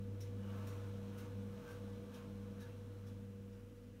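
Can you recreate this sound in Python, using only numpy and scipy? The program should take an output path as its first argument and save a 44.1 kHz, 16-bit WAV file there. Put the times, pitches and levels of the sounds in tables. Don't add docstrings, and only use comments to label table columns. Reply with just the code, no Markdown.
import sys
import numpy as np
from scipy import signal
from scipy.fft import rfft, irfft
from scipy.io import wavfile

SR = 44100
rng = np.random.default_rng(int(sys.argv[2]) if len(sys.argv) > 2 else 0)


def to_wav(sig):
    pcm = np.clip(np.atleast_2d(sig), -1, 1) * 32767
    pcm = np.round(pcm).astype(np.int16)
    wavfile.write(sys.argv[1], SR, pcm.T)


N = 176400
T = np.arange(N) / SR


def motor(hum_hz=99.9):
    # t/s, level/dB
    hum_curve = [(0.04, -47), (0.88, -46.5), (1.22, -52), (1.39, -47.5), (1.55, -52.5), (1.65, -66),
                 (1.75, -52), (1.92, -51), (2.2, -59), (2.36, -50), (2.68, -53), (3.08, -50), (3.55, -56),
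                 (3.97, -59)]
    octave_curve = [(0.03, -50), (0.26, -75.5), (0.41, -48.5), (0.62, -53), (0.73, -61), (0.99, -49.5),
                    (1.18, -55), (1.31, -64), (1.39, -49), (1.75, -63), (1.84, -52), (1.96, -56),
                    (2.2, -56.5), (2.32, -52.5), (2.6, -52.5), (2.65, -66), (3.46, -53.5), (3.75, -67),
                    (3.97, -61.5)]
    whine_curve = [(0.03, -61), (0.86, -58), (1.86, -58.5), (3.79, -64), (3.97, -67.5)]
    rumble_curve = [(0, -56.5), (1.7, -57), (2.6, -59.5), (3.4, -61), (4, -63.5)]
    # f/Hz, level/dB against the whine
    whine_tones = [(480.9, 1, 0.15), (499.2, -9, 0.7), (528.7, -16, 0.1), (299.8, -9, 1), (390.8, -17, 0.4)]
    # f/Hz, relative level/dB
    rumble_colour = [(30, -40), (60, -9), (85, -4.5), (135, -2), (175, -5.5), (230, 0.5), (310, -9),
                     (450, -14.5), (620, -17.5), (800, -31), (2000, -52.5)]
    hum = level(hum_curve) * tone(hum_hz, unsteady=.06, rate_hz=4)
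    octave = level(octave_curve) * tone(2 * hum_hz, unsteady=.12, rate_hz=3)
    gear = sum(amp(db) * tone(hz, unsteady, rate_hz=8.7) for hz, db, unsteady in whine_tones)
    rumble = level(rumble_curve) * colour(rng.standard_normal(N), rumble_colour)
    return hum + octave + level(whine_curve) * gear + rumble


def ticks(direct_db=-2.5, treble_hz=8100, dulling_db_per_s=1.3, ping_decay_s=.025):
    # peak t/s, relative level/dB, rise/s, fall/s, ping/dB against that level
    events = [(.213, -57, .007, .0018, -6), (.675, -57.5, .007, .003, -14), (1.189, -60.3, .014, .012, -13),
              (1.712, -66.5, .035, .009, -16), (2.147, -57, .009, .003, -14), (2.609, -64, .009, .014, -10),
              (2.77, -72, .005, .008, -20), (3.078, -67.5, .012, .015, -9), (3.531, -72, .006, .011, -10),
              (3.762, -73, .008, .012, -17)]
    # f/Hz, relative level/dB
    slip_colour = [(900, -11), (2500, 2), (3800, 2), (4800, -3), (6300, 0.5), (7700, -5.5), (9300, 1.5),
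                   (10400, -3.5), (11300, 0.5), (15500, -3.5)]
    slips = colour(grit(spread_db=4.5), slip_colour)
    treble = signal.sosfiltfilt(signal.butter(2, treble_hz, "high", fs=SR, output="sos"), slips)
    slips += (amp(-dulling_db_per_s * T) - 1) * treble
    force, ring = np.zeros((2, N))
    for peak, db, rise, fall, ping_db in events:
        age = T - peak
        build = -(age / rise) ** 2
        force += amp(db) * np.exp(np.where(age < 0, build, -age / fall))
        ring += amp(db + ping_db) * np.exp(np.where(age < 0, build, -age / ping_decay_s))
    clicks = force * slips
    return amp(direct_db) * clicks + landing(clicks) + ring * band(hz=5650, width_hz=900)


def rubbing(rub_gain_db=4, ring_db=-6):
    # t/s, relative level/dB
    rub_curve = [(0.03, -76), (0.26, -74), (0.46, -71.5), (0.63, -67), (1.38, -71), (1.77, -69),
                 (3.03, -75.5), (3.24, -79), (3.97, -95)]
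    # peak t/s, rise/s, fall/s, level/dB
    scrapes = [(.56, 0.096, 0.074, -63), (.75, 0.063, 0.087, -65), (1.22, 0.075, 0.07, -65.5),
               (1.715, 0.11, 0.048, -62.5), (2.17, 0.048, 0.054, -64.5), (2.63, 0.057, 0.093, -69),
               (3.08, 0.056, 0.025, -75.5), (3.59, 0.032, 0.03, -75)]
    # f/Hz, relative level/dB
    rub_colour = [(300, -5), (620, 7), (760, 2), (1500, -0.5), (2000, -8), (2900, -6.5), (4100, -7.5),
                  (4850, -17.5), (5450, -10), (7700, -19.5), (9500, -15), (10400, -36), (11500, -17),
                  (15500, -30)]
    scrape_colour = [(300, -6), (650, -0.5), (850, -5), (1200, -1), (1600, -1.5), (1900, -12), (2900, -10),
                     (3500, -23), (6000, -19), (8000, -28.5), (15500, -24)]
    # f/Hz, relative level/dB
    modes = [(915, 1), (1060, 0), (1154, 3), (1308, -0.5), (1465, 1), (1567, -2)]
    rub_gain = amp(rub_gain_db) * level(rub_curve)
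    scrape_gain = np.zeros(N)
    for peak, rise, fall, db in scrapes:
        width = np.where(T < peak, rise, fall)
        scrape_gain += amp(db - 4.2 * ((T - peak) / width) ** 2)
    ring_gain = amp(ring_db) * np.hypot(0.6 * rub_gain, scrape_gain)
    ring = unit(sum(amp(db) * tone(hz, unsteady=2, rate_hz=10) for hz, db in modes))
    friction = echoes(colour(grit(spread_db=1.5), rub_colour))
    scraping = echoes(colour(grit(spread_db=1.5), scrape_colour))
    return rub_gain * friction + scrape_gain * scraping + ring_gain * ring


def squeaks(chatter_hz=100):
    # peak t/s, half length/s, f/Hz, glide/(Hz per s), noise-to-tone ratio, level/dB
    events = [(.46, .05, 2930, 0, 3, -74), (1.7, .035, 1567, 0, .4, -66),
              (2.638, .028, 1660, -2500, 3, -65), (2.62, .016, 3830, 0, 3, -72),
              (2.73, .02, 2700, 0, .7, -76)]
    sound = np.zeros(N)
    for peak, half, hz, glide, rough, db in events:
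        age = T - peak
        swell = amp(db) * np.exp(-(age / half) ** 2 / 2)
        sound += swell * tone(hz + glide * age, rough, chatter_hz)
    return sound


def echoes(x, decay_s=.03, echo_db=-3):
    t = np.arange(2048) / SR
    cluster = rng.standard_normal(len(t)) * np.exp(-t / decay_s)
    reflected = signal.fftconvolve(x, cluster / np.linalg.norm(cluster))[:N]
    return unit(x + amp(echo_db) * reflected)


def landing(x, onset_s=.011):
    # f/Hz, time to fall 60 dB/s
    decay = [(200, 0.43), (1500, 0.5), (6000, 0.37), (15000, 0.16)]
    hz, t, spectrum = signal.stft(rng.standard_normal(SR // 2), SR, nperseg=256)
    spectrum *= amp(-60 * t / read(decay, hz)[:, None])
    tail = signal.istft(spectrum, SR, nperseg=256)[1]
    tail *= np.minimum(np.arange(len(tail)) / SR / onset_s, 1)
    return signal.fftconvolve(x, tail / np.linalg.norm(tail))[:N]


def room_tone(hiss_db=-70, buzz_hz=1000, buzz_db=-92, buzz_fall_db_per_octave=4):
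    # f/Hz, level/dB, unsteadiness/0-1
    house_hums = [(41.15, -64.5, .3), (246.6, -67, 1)]
    # f/Hz, relative level/dB
    hiss_colour = [(20, -7), (100, 12.5), (400, 4.5), (680, -0.5), (1600, 0.5), (2050, -5), (2700, -3),
                   (4000, -10.5), (5000, -12), (5600, -9.5), (7700, -14), (15500, -15.5)]
    buzz = np.zeros(N)
    for harmonic in range(2, 14):
        gain = np.sqrt(2) * amp(buzz_db - buzz_fall_db_per_octave * np.log2(harmonic / 2))
        buzz += gain * np.cos(2 * np.pi * (harmonic * buzz_hz * T + rng.random()))
    hums = sum(amp(db) * tone(hz, unsteady, rate_hz=5.4) for hz, db, unsteady in house_hums)
    hiss = amp(hiss_db) * colour(rng.standard_normal(N), hiss_colour)
    return hiss + hums + buzz


def amp(db):
    return 10 ** (np.asarray(db) / 20)


def unit(x):
    return x / np.sqrt(np.mean(abs(x) ** 2) + 1e-30)


def level(curve):
    return amp(np.interp(T, *np.transpose(curve)))


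def read(points, hz):
    f, value = np.transpose(points)
    return np.interp(np.log(hz + 1), np.log(f + 1), value)


def colour(x, points):
    hz = np.fft.rfftfreq(N, 1 / SR)
    return unit(irfft(rfft(x) * amp(read(points, hz)), N))


def band(hz, width_hz):
    detuning = 2 * (np.fft.rfftfreq(N, 1 / SR) - hz) / width_hz
    return unit(irfft(rfft(rng.standard_normal(N)) / (1 + detuning ** 2), N))


def drift(rate_hz):
    hz = np.fft.rfftfreq(N, 1 / SR)
    return unit(irfft(rfft(rng.standard_normal(N)) / (1 + (hz / rate_hz) ** 4), N))


def grit(spread_db):
    return rng.standard_normal(N) * amp(spread_db * drift(rate_hz=400))


def tone(hz, unsteady, rate_hz):
    wander = 1 + unsteady * (drift(rate_hz) + 1j * drift(rate_hz)) / np.sqrt(2)
    cycles = np.cumsum(hz * np.ones(N)) / SR + rng.random()
    return unit((wander * np.exp(2j * np.pi * cycles)).real)


def scene():
    return (motor() + rubbing() + squeaks() + ticks() + room_tone())[None]


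def record(dry):
    edge_hz = 15750
    lowpass = signal.firwin(801, edge_hz, window=("kaiser", 9), fs=SR)
    return signal.oaconvolve(dry, lowpass[None], "same")


dry = scene()
out = record(dry)
to_wav(out)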